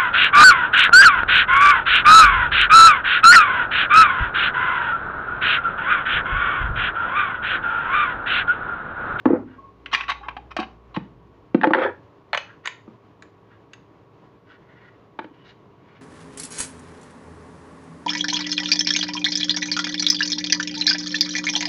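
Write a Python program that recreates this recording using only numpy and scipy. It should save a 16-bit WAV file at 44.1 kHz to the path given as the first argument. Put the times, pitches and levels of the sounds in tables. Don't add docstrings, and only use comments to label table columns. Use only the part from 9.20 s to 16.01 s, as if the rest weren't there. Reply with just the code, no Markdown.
import sys
import numpy as np
from scipy import signal
from scipy.fft import rfft, irfft
from scipy.io import wavfile
from scipy.ndimage import uniform_filter1d

SR = 44100
rng = np.random.default_rng(int(sys.argv[2]) if len(sys.argv) > 2 else 0)


def wav_record(signal):
    frames = np.transpose(np.atleast_2d(signal))
    bounded = np.clip(frames, -1, 1)
    quanta = np.round(bounded * 32767).astype(np.int16)
    wavfile.write(sys.argv[1], SR, quanta)


N = 300321
TIME = np.arange(N) / SR
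RING_TIME = np.arange(2 ** 14) / SR

# frequency_hz, level_db
AIR_SPECTRUM = [(15, -49.5), (25, -25.5), (103, -4), (196, -4.5), (226, -9.5), (254, -12.5), (273, -3),
                (398, -8), (492, -12), (581, -10.5), (869, -15.5), (955, -10), (1500, -22.5), (3040, -30),
                (7130, -47.5), (9270, -86)]
# pitch_hz, level_db
ROOM_TONES = [(113.0, -61.5), (403.7, -64), (463.0, -66), (1114, -69)]
# time_s, level_db
HUM_LEVELS = [(0.05, -56), (0.51, -62.5), (0.97, -49), (2.32, -64), (2.8, -84)]
# frequency_hz, fade_s
ROOM_FADES = [(110, 0.8), (240, .35), (1000, 0.3), (3000, 0.3), (7000, 0.32), (8500, 0.08)]

# middle_s, level_db, half_length_s, tilt_db_per_octave, ring_hz
RUB_STROKES = [(0.312, -53, 0.035, -9, 1600), (3.305, -50, 0.03, -8, 1660), (3.453, -40, 0.007, -3, 1880),
               (4.32, -56, 0.035, -5.5, 1650), (5.315, -46.5, 0.024, -2, 1530), (5.6, -56.5, 0.1, -4, 2050),
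               (6.24, -58.5, 0.08, -1, 3000), (6.288, -47, 0.022, 4, 3850), (6.74, -60, 0.09, 0, 2200)]
# frequency_hz, level_db
RUB_SPECTRUM = [(500, -26), (1200, 0.5), (1600, 5), (1850, 5.5), (2100, 0.5), (2550, -2.5), (3000, -1.5),
                (4800, -14.5), (7000, -31), (9500, -79.5)]

# pitch_hz, width_hz, level_db
COUNTER_PITCHES = [(270, 11, -14), (863, 100, -11), (1290, 180, -28), (352.6, 30, -9), (512, 21, -10),
                   (648, 9.6, -34.5)]
LID_PITCHES = [(1118, 40, 0), (1690, 70, -5), (2020, 70, -2), (2450, 70, 0), (2660, 55, -4), (2925, 55, -5),
               (3130, 90, -5), (3790, 48, -7)]
CRANK_PITCHES = [(861, 67, 0), (1370, 46, -2), (1550, 65, -1), (1800, 74, -1), (2570, 49, -9),
                 (2930, 87, -6), (3280, 68, -9), (6400, 70, -22), (8500, 90, -32), (9400, 40, -34)]
# frequency_hz, level_db
COUNTER_CRACK = [(35, -36), (60, -31), (303, 7), (874, -15), (985, -21.5), (1130, -11.5), (1500, -18.5),
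                 (3760, -39), (7130, -76), (9270, -112)]
LID_CRACK = [(150, -31.5), (250, 2), (457, -27.5), (1120, -10), (1460, -1.5), (2460, -4), (3390, -7.5),
             (6030, -23.5), (7130, -38), (9270, -43.5), (12500, -63), (15700, -83)]
CRANK_CRACK = [(150, -66.5), (250, -36.5), (526, -10), (883, -4), (1420, -7), (1830, -1), (2140, -4.5),
               (3500, -13.5), (4700, -29), (7130, -42), (10500, -61), (15700, -82)]
# low_hz, high_hz
KNOCK_RANGES = [(150, 600), (600, 1500), (1500, 5000)]
DRAG_RANGES = [(250, 600), (600, 1500), (1500, 5000)]
STEEL_RANGES = [(400, 1200), (1200, 3500), (4000, 10000)]
TWIST_RANGES = [(650, 1200), (1200, 9000)]

# start_s, thud_db, middle_vs_thud_db, crack_vs_thud_db, ring_hz, damping_db_per_s
BASE_KNOCKS = [(0.055, -2, -12, -24.5, 247, 114), (0.101, -9, -24.5, -41.5, 250, 25),
               (0.129, -8, -28.5, -49.5, 270, 106), (1.3868, -18.5, -5.5, -17, 228, 16),
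               (1.769, -15.5, -11.5, -16.5, 173, 1291), (2.3452, -1.5, -19.5, -24.5, 267, 456),
               (2.4696, -9.5, -11.5, -19, 293.5, 297.5), (2.506, -11, -4, -22.5, 310, 250),
               (3.676, -31.5, -14.5, -34, 228, 4), (4.708, -43, -22.5, -23.5, 256, 19.5),
               (5.989, -27, 5, 0.5, 352, 151), (6.042, -33.5, -9.5, -6.5, 300, 56),
               (6.108, -39.5, -21, -37, 277, 9)]
# start_s, level_db, pitch_hz
COUNTER_BOOMS = [(0.056, -38, 101.7), (1.77, -43, 125), (2.63, -45.5, 91)]
# start_s, length_s, ring_hz, thud_db, middle_db, scratch_db
COUNTER_DRAGS = [(0.066, 0.097, 279, -21, -33, -67.5), (2.445, 0.012, 324, -21, -34, -55),
                 (2.548, 0.045, 340, -23, -26, -37.5), (2.585, 0.039, 547, -28, -27, -36.5),
                 (2.617, 0.018, 620, -34, -22, -30), (2.645, 0.018, 916, -23, -25, -45)]

# start_s, length_s, level_db, pitch_hz
FINGER_SQUEAKS = [(0.375, 0.135, -49, 1092), (1.005, 0.075, -47, 830), (1.175, 0.014, -41, 820)]
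# start_s, length_s, ring_hz, low_db, bright_db
LID_TWISTS = [(0.712, 0.018, 1340, -39, -38.5), (0.728, 0.025, 1120, -31, -24.5),
              (0.755, 0.08, 1100, -37.5, -39), (0.886, 0.025, 3750, -28.5, -30),
              (1.03, 0.089, 2140, -44.5, -55), (1.306, 0.012, 2440, -42, -47),
              (1.376, 0.065, 775, -34.5, -41), (1.742, 0.019, 3900, -41, -46)]
# start_s, middle_db, low_vs_middle_db, treble_vs_middle_db, ring_hz, rise_s
LID_HITS = [(0.659, -19.5, -24, -24.5, 2160, 0.0012), (0.7317, -18, 10, -26, 2360, 0.0031),
            (0.748, -1.5, -6, -16, 2360, 0.00013), (0.8079, -13.5, -12, -28, 2400, 0.0009),
            (0.8375, -23.5, -9, -23, 1940, 0.001), (0.8809, -17.5, -4, -24, 3900, 0.0031),
            (0.8971, -13, 1.5, -14, 1175, 0.0019), (0.917, -15.5, -1.5, -23, 893, 0.0023),
            (1.0841, -17.5, 3.5, -26, 946, 0.0015), (1.166, -25, 4.5, -23.5, 770, 0.0044),
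            (1.3652, -15.5, 2, -13, 692, 0.0035), (1.4, -20.5, -5, -8, 2400, 0.0022),
            (1.763, -18.5, 8.5, -21, 2940, 0.002)]
# start_s, middle_db, low_vs_middle_db, ring_hz
CLATTER_HITS = [(2.4126, -15.5, -7.5, 1700), (2.4328, -9, 3, 1620), (2.441, -4.5, 1.5, 1400),
                (2.5346, -3, -3.5, 1840), (2.5465, -7.5, -5.5, 1775)]
# start_s, middle_db, low_vs_middle_db, treble_vs_middle_db, ring_hz, bright_hz
SHAFT_HITS = [(3.1309, -11, -1.5, -8.5, 4240, 4320), (3.1369, -15, -3, -28, 1800, 4280),
              (3.1462, -11, -2.5, -20, 1706, 4260), (3.1742, -13, -5, -17, 2920, 6070),
              (3.4567, -17, -13.5, -12.5, 1800, 6340), (3.473, -13.5, -8.5, -13.5, 991, 7070),
              (4.023, -32.5, -10.5, -10, 1650, 7000), (4.5336, -31.5, -17, -9.5, 2708, 6460)]
# pitch_hz, fade_s, level_vs_hit_db
LID_AFTERTONES = [(1116, 0.45, -31), (2012, 0.3, -30), (2449, 0.3, -31), (2659, 0.4, -37),
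                  (5880, 0.13, -47)]
CRANK_AFTERTONES = [(970, 0.25, -36), (1717, 0.8, -47), (1850, 0.35, -38), (2019, 0.8, -42),
                    (2570, 0.3, -38), (4441, 0.45, -53), (6290, 0.25, -54), (6430, 0.35, -51)]

# attack_s, sag_db_per_s, release_db_per_s
DRAG_PRESSURE = (0.0025, 3.1, 346)
TWIST_PRESSURE = (0.0057, 71, 1300)
SQUEAK_PRESSURE = (0.012, 15, 900)

TREBLE_LIMIT_HZ = 15500
CRANK_RISE_S, CRANK_CRACK_S = 0.00096, 0.021


def amp(db):
    return 10 ** (np.asarray(db) / 20)


def unit(x):
    return x / np.sqrt(np.mean(x ** 2) + 1e-20)


def look_up(points, hz):
    table_hz, value = np.transpose(points)
    return np.interp(np.log(hz + 1), np.log(table_hz + 1), value)


def add(mix, start_s, sound):
    part = mix[max(round(start_s * SR), 0):][:len(sound)]
    part += sound[:len(part)]


def band(x, edges_hz):
    return signal.sosfilt(signal.butter(3, edges_hz, "bandpass", fs=SR, output="sos"), x)


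def colour(x, spectrum):
    size = 4096
    hz = abs(np.fft.fftfreq(size, 1 / SR))
    log_gain = np.log(amp(look_up(spectrum, hz)) + 1e-6)
    taps = np.fft.ifft(np.exp(np.conj(signal.hilbert(log_gain)))).real
    return signal.oaconvolve(x, taps[:size // 2])[:len(x)]


def waver(rate_hz):
    points = rng.standard_normal(2000)
    return unit(np.interp(TIME * rate_hz, np.arange(len(points)), points))


def tone(hz, wander_hz, rate_hz):
    pitch_hz = hz + wander_hz * waver(rate_hz)
    return unit(np.sin(2 * np.pi * np.cumsum(pitch_hz) / SR))


def background(air_db=-53.5, swell_db=1.0, tones_db=0.5, hiss_db=-88.5):
    air = amp(air_db + swell_db * waver(19)) * unit(colour(rng.standard_normal(N), AIR_SPECTRUM))
    tones = sum(amp(db + tones_db + 0.66 * waver(26)) * tone(hz, wander_hz=5.5, rate_hz=30)
                for hz, db in ROOM_TONES)
    hiss = amp(hiss_db) * rng.standard_normal(N)
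    hum_s, hum_db = np.transpose(HUM_LEVELS)
    hum_gain = uniform_filter1d(np.interp(TIME, hum_s, amp(hum_db), left=0, right=0), size=200)
    return air + tones + hiss + hum_gain * tone(hz=59, wander_hz=5.6, rate_hz=40)


def kitchen(x, early_db, tail_db):
    t = RING_TIME
    hz, frame_s, noise = signal.stft(rng.standard_normal(len(t)), SR, nperseg=256)
    fade = amp(-60 * frame_s / look_up(ROOM_FADES, hz)[:, None])
    tail = signal.istft(noise * fade, SR, nperseg=256)[1][:len(t)]
    tail *= np.clip(t / 0.018, 0, 1)
    early = np.zeros(len(t))
    early[(SR * rng.uniform(.001, .011, size=8)).astype(int)] = rng.choice([-1, 1], size=8)
    echoes = amp(early_db) * early / np.linalg.norm(early) + amp(tail_db) * tail / np.linalg.norm(tail)
    return x + signal.oaconvolve(x, echoes)[:N]


def slips(per_s, spread_db, size):
    sizes = amp(spread_db * np.minimum(rng.exponential(1, size), 4)) * rng.choice([-1, 1], size)
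    return sizes * (rng.random(size) < per_s / SR)


def rubs(gain_db=-3.0, uneven_db=3.2):
    friction = slips(per_s=2100, spread_db=0, size=N) * amp(uneven_db * waver(70))
    out = np.zeros(N)
    for middle_s, level_db, half_length_s, tilt_db, ring_hz in RUB_STROKES:
        tilted = [(hz, db + tilt_db * np.log2(hz / RUB_SPECTRUM[0][0])) for hz, db in RUB_SPECTRUM]
        hiss = colour(friction, tilted)
        ringing = signal.lfilter(*signal.iirpeak(ring_hz, Q=16, fs=SR), hiss)
        rub = unit(band(hiss, (400, 12000))) + 0.5 * unit(ringing)
        swell = np.exp(-((TIME - middle_s) / half_length_s) ** 2 / 2)
        out += amp(level_db + gain_db) * unit(rub) * swell
    return kitchen(out, early_db=-4.0, tail_db=-14.0)


def ring(modes, crack_spectrum, crack_s, crack_db, contact_hz):
    t = RING_TIME
    hz, width_hz, db = np.transpose(modes)[:, :, None]
    spot_db = 2 * rng.standard_normal(db.shape)
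    hz = hz * (1 + 0.012 * rng.standard_normal(hz.shape))
    size = amp(db + spot_db) * width_hz * rng.choice([-1, 1], db.shape)
    tones = np.sum(size * np.exp(-np.pi * width_hz * t) * np.sin(2 * np.pi * hz * t), axis=0)
    tones = band(tones, (0.32 * hz.min(), min(contact_hz, SR / 4)))
    crack = colour(rng.standard_normal(len(t)) * amp(-60 * t / crack_s), crack_spectrum)
    return unit(tones) + amp(crack_db) * unit(crack)


def balance(x, bands, band_db):
    hz, power = np.fft.rfftfreq(len(x), 1 / SR), abs(rfft(x)) ** 2
    spectrum = []
    for (low, high), db in zip(bands, band_db):
        share = power[(hz > low) & (hz < high)].sum() / power.sum()
        spectrum += [(f, db - 10 * np.log10(share)) for f in np.geomspace(low, high, num=6)[[1, 4]]]
    return colour(x, spectrum)


def hits(rows, modes, crack_spectrum, bands, main_band, gain_db, lead_db, lead_width_hz, **contact):
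    out = np.zeros(N)
    for start_s, db, lower_db, upper_db, lead_hz, rise_s, damping_db_per_s, *extra_modes in rows:
        hit = ring([*modes, (lead_hz, lead_width_hz, lead_db), *extra_modes], crack_spectrum, **contact)
        hit *= 1 - np.exp(-RING_TIME / rise_s)
        hit *= amp(-damping_db_per_s * RING_TIME)
        lowest_hz = min(lead_hz, *(mode[0] for mode in modes))
        hit = band(hit, (0.54 * lowest_hz, TREBLE_LIMIT_HZ))
        band_db = [0, lower_db, upper_db] if main_band == 0 else [lower_db, 0, upper_db]
        hit = balance(hit, bands, band_db)
        peak = np.sqrt(2 * uniform_filter1d(band(hit, bands[main_band]) ** 2, size=128).max())
        add(out, start_s, amp(db + gain_db) * hit / peak)
    return out


def linger(rows, aftertones):
    out, t = np.zeros(N), RING_TIME
    hz, fade_s, tone_db = np.transpose(aftertones)[:, :, None]
    end_fade = np.minimum(10 * (1 - t / t[-1]), 1)
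    for start_s, db, *_ in rows:
        size = amp(db + tone_db + rng.standard_normal(hz.shape)) * rng.choice([-1, 1], hz.shape)
        tones = np.sum(size * amp(-60 * t / fade_s) * np.sin(2 * np.pi * hz * t), axis=0)
        add(out, start_s, tones * end_fade)
    return out


def stroke(length_s, attack_s, sag_db_per_s, release_db_per_s):
    t = RING_TIME
    drop_db = sag_db_per_s * t + release_db_per_s * np.maximum(t - length_s, 0)
    return np.minimum(t / attack_s, 1) * amp(-drop_db)


def scrape(rows, press, modes, crack_spectrum, bands, gain_db, slips_per_s, spread_db, grit_db,
           lead_db, lead_width_hz):
    out = np.zeros(N)
    for start_s, length_s, lead_hz, *band_db in rows:
        body = ring([*modes, (lead_hz, lead_width_hz, lead_db)], crack_spectrum,
                    crack_s=0.012, crack_db=grit_db, contact_hz=7000)
        rubbed = irfft(rfft(slips(slips_per_s, spread_db, len(body))) * rfft(body))
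        pressure = stroke(length_s, *press)
        for db, edges_hz in zip(band_db, bands):
            part = band(rubbed, edges_hz) * pressure
            add(out, start_s, amp(db + gain_db) * part * np.linalg.norm(pressure) / np.linalg.norm(part))
    return out


def counter_booms(fade_s=0.97):
    return sum(linger([(start_s, db)], [(hz, fade_s, 0)]) for start_s, db, hz in COUNTER_BOOMS)


def counter_drags():
    drags = scrape(COUNTER_DRAGS, DRAG_PRESSURE, COUNTER_PITCHES, CRANK_CRACK, DRAG_RANGES, gain_db=0,
                   slips_per_s=1800, spread_db=1.0, grit_db=3.0, lead_db=-5, lead_width_hz=48)
    return kitchen(drags, early_db=-11.0, tail_db=-21.5)


def base_knocks(rise_s=0.0069):
    rows = [(*row, rise_s, damping) for *row, damping in BASE_KNOCKS]
    knocks = hits(rows, COUNTER_PITCHES, COUNTER_CRACK, KNOCK_RANGES, main_band=0, gain_db=0,
                  lead_db=4.5, lead_width_hz=24, crack_s=0.022, crack_db=1.5, contact_hz=3000)
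    return kitchen(band(knocks, (115, 9000)), early_db=-12.5, tail_db=-16.0)


def finger_squeaks(wander_hz=13, flutter_db=2.5, tremble_hz=110):
    out = np.zeros(N)
    for start_s, length_s, db, hz in FINGER_SQUEAKS:
        whistle = unit(tone(hz, wander_hz, tremble_hz) * amp(flutter_db * waver(tremble_hz)))
        add(out, start_s, amp(db) * stroke(length_s, *SQUEAK_PRESSURE) * whistle[:len(RING_TIME)])
    return out


def lid(seated_s=1.0, hand_damping_db_per_s=400):
    rows = [(start_s, *row, hand_damping_db_per_s * (start_s > seated_s)) for start_s, *row in LID_HITS]
    clicks = hits(rows, LID_PITCHES, LID_CRACK, STEEL_RANGES, main_band=1, gain_db=-6.5,
                  lead_db=7.5, lead_width_hz=110, crack_s=0.026, crack_db=3, contact_hz=7000)
    twists = scrape(LID_TWISTS, TWIST_PRESSURE, LID_PITCHES, LID_CRACK, TWIST_RANGES, gain_db=4.0,
                    slips_per_s=800, spread_db=1.5, grit_db=-5, lead_db=5, lead_width_hz=55)
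    ringing = linger([row for row in LID_HITS if row[0] < seated_s], LID_AFTERTONES)
    return kitchen(clicks + twists + finger_squeaks(), early_db=-8.0, tail_db=-16.5) + ringing


def crank_on_counter(treble_db=-27, damping_db_per_s=295, muffle_hz=(150, 4600)):
    rows = [(start_s, db, low_db, treble_db, hz, CRANK_RISE_S, damping_db_per_s)
            for start_s, db, low_db, hz in CLATTER_HITS]
    clatter = hits(rows, CRANK_PITCHES, CRANK_CRACK, STEEL_RANGES, main_band=1, gain_db=-3.5,
                   lead_db=4, lead_width_hz=220, crack_s=CRANK_CRACK_S, crack_db=-8, contact_hz=2100)
    muffled = band(band(clatter, muffle_hz), muffle_hz)
    return kitchen(muffled, early_db=-11.0, tail_db=-21.5)


def crank_on_shaft(bright_width_hz=420, bright_db=-13):
    rows = [(*row, CRANK_RISE_S, 0, (hz, bright_width_hz, bright_db)) for *row, hz in SHAFT_HITS]
    clicks = hits(rows, CRANK_PITCHES, CRANK_CRACK, STEEL_RANGES, main_band=1, gain_db=-4.5,
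                  lead_db=9.5, lead_width_hz=99, crack_s=CRANK_CRACK_S, crack_db=3, contact_hz=9550)
    return kitchen(clicks, early_db=-8.0, tail_db=-14.5) + linger(SHAFT_HITS, CRANK_AFTERTONES)


def scene():
    counter = base_knocks() + counter_drags() + counter_booms()
    steel = lid() + crank_on_counter() + crank_on_shaft()
    return (counter + steel + rubs() + background())[None]


def record(dry):
    ceiling = 0.98
    rounded = dry / (1 + (dry / ceiling) ** 16) ** (1 / 16)
    low_pass = signal.firwin(511, TREBLE_LIMIT_HZ, window=("kaiser", 9), fs=SR)
    return signal.oaconvolve(rounded, low_pass[None], "same")


dry = scene()
out = record(dry)
wav_record(out)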